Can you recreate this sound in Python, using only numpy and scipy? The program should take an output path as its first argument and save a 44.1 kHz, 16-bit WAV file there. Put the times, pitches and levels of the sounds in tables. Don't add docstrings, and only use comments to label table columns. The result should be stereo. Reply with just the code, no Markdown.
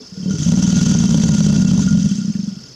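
import sys
import numpy as np
from scipy import signal
from scipy.io import wavfile

SR = 44100
rng = np.random.default_rng(int(sys.argv[2]) if len(sys.argv) > 2 else 0)


def unload_wav(signal):
    wavfile.write(
        sys.argv[1],
        SR,
        np.round(np.clip(np.atleast_2d(signal).T, -1, 1) * 32767).astype(np.int16),
    )


def linear_from_db(decibels):
    return 10 ** (np.asarray(decibels, float) / 20)


N = 121275

# pitch_hz, width_hz, level_db
INSECT_TONES = [(4510, 370, -3.5), (5074, 390, 3), (5410, 104, 1.5), (5630, 600, -24), (6400, 270, -52)]
INSECT_DB, THROB_HZ, THROB_DB = -49, 31, 4.0
# pitch_hz, level_db (per Hz)
MARSH_COLOUR = [(40, 1.5), (140, 7), (450, -1.5), (850, -16.5), (1310, -14.5), (3850, -24), (5260, -21.5),
                (15500, -40.5)]
MARSH_DB = -43.5
# pitch_hz, likeness (held to 0-1)
LIKENESS = [(100, -2), (1000, 1.5), (2500, 0.7), (5000, 0.97), (12000, 0.83)]
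# start_s, length_s, from_hz, to_hz, level_db
CROAKS = [
    (.15, .12, 460, 440, -41),
    (.26, .13, 440, 410, -34),
    (2.3, .5, 135, 130, -43),
    (0, .05, 3650, 3250, -52),
    (0, .06, 256, 252, -47),
]

# time_s, level_db
SHAKE = [(0.0, -49), (0.27, -45.5), (0.31, -36.5), (0.32, -37), (0.4, -32), (0.99, -28), (2.14, -36),
         (2.269, -42.5), (2.75, -48)]
# pitch_hz, level_db, t60_s (time to fade by 60 dB)
SPRAY_MODES = [(1427, -10, 0.07), (1934, -18.5, 0.029), (2710, -12.5, 0.051), (3105, -5, 0.022),
               (3387, -5, 0.019), (3794, -10, 0.028), (4636, -5.5, 0.031), (4810, -11.5, 0.023),
               (5877, 7, 0.013), (6314, 4, 0.026), (6790, -6, 0.051)]
DROPS_PER_S, DROP_SPREAD_DB, RING_DB, SURGE_DB = 500, 4, 1.5, 2.5
# pitch_hz, level_db (per Hz)
FIZZ_COLOUR = [(710, -48), (1200, -1.5), (1730, -9.5), (3250, -12.5), (4020, -5.5), (6240, 2.5),
               (8700, -18.5), (15500, -44)]
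FIZZ_DB, FIZZ_CUT_HZ = -2.5, 1300
# time_s, peak_db, pitch_hz, t60_s
SPLASHES = [(.308, -22, 6000, .02), (.308, -33, 1420, .12), (1.022, -29, 1420, .08),
            (1.876, -26, 1420, .15), (2.215, -40, 1400, .08), (2.338, -41, 2350, .02),
            (2.345, -40, 2900, .01), (2.25, -38, 3000, .008), (2.35, -40, 1800, .03),
            (2.41, -38, 4600, .012), (2.403, -38, 3700, .012), (2.403, -42, 2500, .012),
            (.228, -38, 3150, .06), (.004, -36, 432, .12)]

# time_s, peak_db
START_FLAPS = [(0.1209, -23), (0.173, -17.5), (0.1993, -17.4), (0.2281, -13.5), (0.2417, -19.8),
               (0.2578, -8), (0.2796, -10), (0.3054, -7.5), (0.3249, -16)]
# time_s, force_db
SAG_FLAPS = [(0.337, -9), (0.3556, -16.5), (0.3848, -13), (0.3986, -9.5), (0.4188, -9), (0.4454, -15)]
# time_s, force_db
ROAR_FLAPS = [(0.4585, 34.2), (0.4757, 33.7), (0.4871, 34.5), (0.5186, 37.7), (0.5354, 38.6), (0.5712, 37),
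              (0.5875, 37.5), (0.6231, 36), (0.639, 36.2), (0.6739, 38.4), (0.69, 34.8), (0.7247, 36.4),
              (0.741, 32.3), (0.7544, 32.7), (0.7637, 35.3), (0.7755, 37.5), (0.8102, 37.1), (0.8268, 36.2),
              (0.8615, 38.4), (0.8785, 33.3), (0.8914, 36.2), (0.9009, 32.5), (0.9125, 37.7),
              (0.9478, 39.4), (0.9649, 31.4), (0.978, 34.4), (1.0002, 38.2), (1.0181, 33.2), (1.0263, 29.5),
              (1.0358, 39.9), (1.0519, 38.7), (1.0882, 38), (1.1059, 33.9), (1.1195, 35.4), (1.1422, 42.4),
              (1.1608, 31.5), (1.1744, 37.9), (1.1966, 40.2), (1.2111, 32.8), (1.234, 39.4), (1.2512, 37.7),
              (1.266, 30.7)]
# time_s, force_db
LATE_FLAPS = [(1.2795, 27.1), (1.2883, 40.4), (1.3068, 31.1), (1.3216, 34.4), (1.3362, 31.4), (1.345, 35.6),
              (1.3802, 35.8), (1.4038, 37.9), (1.4229, 29.8), (1.438, 37.2), (1.462, 37.9), (1.4813, 34.2),
              (1.4962, 38), (1.5233, 38.9), (1.5377, 34.7), (1.5569, 34.6), (1.5777, 35.4), (1.595, 35.1),
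              (1.6047, 32.5), (1.6204, 35.2), (1.6462, 36), (1.6678, 32.0), (1.684, 33.4), (1.711, 36.5),
              (1.7321, 37.6), (1.7482, 34.7), (1.7759, 37.3), (1.7912, 38.6), (1.8142, 34), (1.8351, 28),
              (1.8506, 29.1), (1.8619, 36), (1.8775, 32.2), (1.9052, 35.2), (1.9248, 35.3), (1.937, 29.7),
              (1.9471, 37), (1.9708, 35.9), (1.9867, 34.2), (2.0151, 31.4), (2.0403, 34.1), (2.0551, 36.5)]
# time_s, force_db
END_FLAPS = [(2.0909, -3.5), (2.1104, 6.5), (2.1261, -2), (2.1508, 2.5), (2.1814, 4), (2.1957, -3),
             (2.2122, 0), (2.2295, -6.8), (2.2451, 1), (2.2778, 4.5), (2.2964, 4), (2.3499, 5),
             (2.3644, -9.5), (2.3889, 0.5), (2.4311, 0.5), (2.4744, 2.2), (2.5209, -6), (2.5649, -7)]
# pitch_hz, width_hz, level_db
START_CHEST = [(185.7, 15.8, -1.5), (294, 74, -22)]
# pitch_hz, width_hz, level_db
SAG_CHEST = [(151, 29, 1), (321, 27, -15.5), (223, 100, -12.5)]
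# pitch_hz, width_hz, level_db
ROAR_CHEST = [(190, 52, .5), (230, 50, .5), (168, 24, -15), (258, 36, -11), (530, 130, -28)]
# pitch_hz, width_hz, level_db
END_CHEST = [(195.9, 46.7, -0.22), (207, 64.7, -0.75)]
# pitch_hz, width_hz, level_db
BELLY = [(61.4, 61, -65.5), (105, 9.8, -40.5), (151, 9.4, -14)]
# pitch_hz, width_hz, level_db
RASP = [(284, 38, -11), (410, 53, -19.5), (538, 61, -24.5), (922, 41, -32.5)]
ROAR_DB, FLAP_SOFT_HZ, BREATH_DB, CHEST_CUT_HZ = -35.5, 480, -54, 90

CRACK_DB, CRACK_GROWTH, CRACK_UNTIL_S, CRACK_HZ = -19, 1.5, 1.8, 800
REBOUND_S, REBOUND_DB = .0105, -7
SIZZLE_DB, SIZZLE_HZ = -21, 9000

WIDTH_DB, WIDTH_HZ = -12, 40
LIMIT, RELEASE_DB_PER_S, ATTACK_S, LOW_CUT_HZ = .5, 150, .0003, 50


def rms_one(x):
    return x / np.sqrt(np.mean(x ** 2) + 1e-20)


def at_hz(points, hz):
    pitches, values = np.array(points)[:, 0], np.array(points)[:, 1]
    return np.interp(np.log(hz), np.log(pitches), values)


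def filtered(x, order, hz, kind):
    return signal.sosfilt(signal.butter(order, hz, kind, fs=SR, output="sos"), x)


def drift(rate_hz):
    step = 40
    r = np.exp(-2 * np.pi * step * rate_hz / SR)
    noise = rng.standard_normal(N // step + 2002)
    slow = signal.lfilter([1], [1, -2 * r, r * r], noise)[2000:]
    return np.interp(np.arange(N) / step, np.arange(len(slow)), rms_one(slow))


def ring(x, hz, width_hz):
    r = np.exp(-np.pi * width_hz / SR)
    w = 2 * np.pi * hz / SR
    return signal.lfilter([0, np.sin(w)], [1, -2 * r * np.cos(w), r * r], x + 1e-18)


def clicks(times_s, level_db):
    places = np.clip((np.asarray(times_s) * SR).astype(int), 0, N - 1)
    return np.bincount(places, linear_from_db(level_db), N)


def fading(train, seconds):
    return signal.lfilter([1], [1, -np.exp(-1 / (seconds * SR))], train + 1e-18)


def banded(colour, patchy_db):
    out = 0
    edges = 30 * 2 ** np.arange(0, 9.2, 1 / 3)
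    white = rng.standard_normal((2, 2, N))
    for k, (low, high) in enumerate(zip(edges, edges[1:])):
        centre = np.sqrt(low * high)
        mid, side = filtered(white[k % 2], 2, [low, high], "band")
        alike = np.clip(at_hz(LIKENESS, centre), 0, 1)
        gain = linear_from_db(at_hz(colour, centre) + patchy_db * drift(18))
        out = out + gain * (np.sqrt(1 + alike) * mid + np.sqrt(1 - alike) * side * [[1], [-1]])
    return rms_one(out)


def marsh():
    song = 0
    for hz, width, level_db in INSECT_TONES:
        turns = THROB_HZ * np.arange(N) / SR + 0.043 * drift(2.3) + rng.random()
        throb = np.sin(2 * np.pi * turns)
        mid, side = rng.standard_normal((2, N))
        noise = np.array([mid + .3 * side, mid - .3 * side])
        tone = ring(ring(noise, hz, width), hz, width)
        song = song + rms_one(tone) * linear_from_db(level_db + THROB_DB * throb)
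    return linear_from_db(INSECT_DB) * song + linear_from_db(MARSH_DB) * banded(MARSH_COLOUR, patchy_db=2.0)


def croaks():
    out, t = 0, np.arange(N) / SR
    for start, length, from_hz, to_hz, level_db in CROAKS:
        u = np.clip((t - start) / length, 0, 1)
        phase = 2 * np.pi * np.cumsum(from_hz + (to_hz - from_hz) * u) / SR
        swell = np.sqrt(np.abs(np.sin(np.pi * u))) * (u < 1)
        out = out + linear_from_db(level_db + 5.4 * drift(38)) * swell * np.sin(phase)
    return out


def spray(times_s, force_db):
    kick = fading(clicks(times_s + 0.00083, force_db), 0.014)
    surge = linear_from_db(SURGE_DB * drift(55)) * (.5 + rms_one(kick) * 0.42)
    shaking = linear_from_db(np.interp(np.arange(N) / SR, *np.transpose(SHAKE)))
    rings = np.zeros((2, N))
    for hz, level_db, t60 in SPRAY_MODES:
        lands = rng.random(N) < DROPS_PER_S * surge / SR
        sizes = linear_from_db(DROP_SPREAD_DB * np.minimum(rng.exponential(1, N), 4))
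        drops = lands * sizes * rng.choice([-1, 1], N)
        lean_db = rng.normal(0, 1.85) * min(hz / 4000, 1)
        rings += ring(drops, hz, 1.96 / t60) * linear_from_db(level_db + lean_db * np.array([[1], [-1]]))
    rings = filtered(rings, 4, 7500, "low")
    fizz = filtered(banded(FIZZ_COLOUR, patchy_db=1.5), 3, FIZZ_CUT_HZ, "high")
    lone = sum(ring(clicks([when], [peak_db]), hz, 1.97 / t60) for when, peak_db, hz, t60 in SPLASHES)
    return shaking * (linear_from_db(RING_DB) * rms_one(rings) + linear_from_db(FIZZ_DB) * surge * fizz) + lone


def stages():
    roar_flaps = np.add(ROAR_FLAPS + LATE_FLAPS, [0, ROAR_DB])
    pairs = [(START_FLAPS, START_CHEST), (SAG_FLAPS, SAG_CHEST),
             (roar_flaps, ROAR_CHEST), (END_FLAPS, END_CHEST)]
    return [(*np.transpose(flap_table), chest) for flap_table, chest in pairs]


def flaps():
    trims_db = [0, 0, -4, -12]
    return np.concatenate([(s, db + trim) for (s, db, _), trim in zip(stages(), trims_db)], axis=1)


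def bellow():
    voice = 0
    for k, (times_s, level_db, chest) in enumerate(stages()):
        train = clicks(times_s, level_db)
        breath = fading(train, 0.09) * rng.standard_normal(N) * linear_from_db(BREATH_DB)
        drive = -filtered(train + breath, 3, FLAP_SOFT_HZ, "low")
        if k in (1, 2):
            voice = voice - sum(linear_from_db(db) * ring(drive, hz, width) for hz, width, db in BELLY)
        drive = filtered(drive, 2, CHEST_CUT_HZ, "high")
        for j, (hz, width, db) in enumerate(chest):
            sign = -1 if j == 1 else 1
            voice = voice + sign * linear_from_db(db) * ring(drive, hz, width)
    times_s, force_db = flaps()
    puffs = clicks(times_s, 1.63 * force_db - 8.2 * (times_s > CRACK_UNTIL_S))
    air = fading(puffs, 0.018) * rng.standard_normal(N)
    rasp = sum(linear_from_db(db) * ring(air, hz, width) * np.sqrt(width / SR) for hz, width, db in RASP)
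    return voice + cracks(times_s, force_db) + rasp


def cracks(times_s, force_db):
    hard = (times_s > ROAR_FLAPS[0][0]) & (times_s < CRACK_UNTIL_S)
    hit_s = times_s[hard] + 0.00208
    hit_db = CRACK_DB + CRACK_GROWTH * force_db[hard]
    rebound_db = hit_db + REBOUND_DB + 1.3 * rng.standard_normal(len(hit_s))
    crack = clicks(hit_s, hit_db) + clicks(hit_s + REBOUND_S, rebound_db)
    hiss = fading(crack, .006) * rng.standard_normal(N)
    sizzle = filtered(hiss, 2, [SIZZLE_HZ, 1.2 * SIZZLE_HZ], "band")
    snap = linear_from_db(-15.0) * ring(crack, 3000, 6000)
    return snap - ring(crack, CRACK_HZ, 540) + linear_from_db(SIZZLE_DB) * sizzle


def scene():
    times_s, force_db = flaps()
    voice = bellow()
    deep_side = linear_from_db(WIDTH_DB) * filtered(np.roll(voice, 120), 1, WIDTH_HZ, "low")
    side = deep_side + linear_from_db(-69.0) * np.roll(voice, 60)
    return marsh() + croaks() + spray(times_s, force_db) + voice + side * [[1], [-1]]


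def band_limit(x):
    return signal.sosfilt(signal.butter(12, 15750, fs=SR, output="sos"), x)


def record(dry):
    x = filtered(dry, 2, LOW_CUT_HZ, "high")
    over_db = np.maximum(20 * np.log10(np.abs(x).max(0) / LIMIT + 1e-9), 0)
    ramp = RELEASE_DB_PER_S * np.arange(N) / SR
    held_db = np.maximum.accumulate(over_db + ramp) - ramp
    r = np.exp(-1 / (ATTACK_S * SR))
    cut_db = signal.lfilter([1 - r], [1, -r], held_db)
    return band_limit(x * linear_from_db(-cut_db))


dry = scene()
out = record(dry)
unload_wav(out)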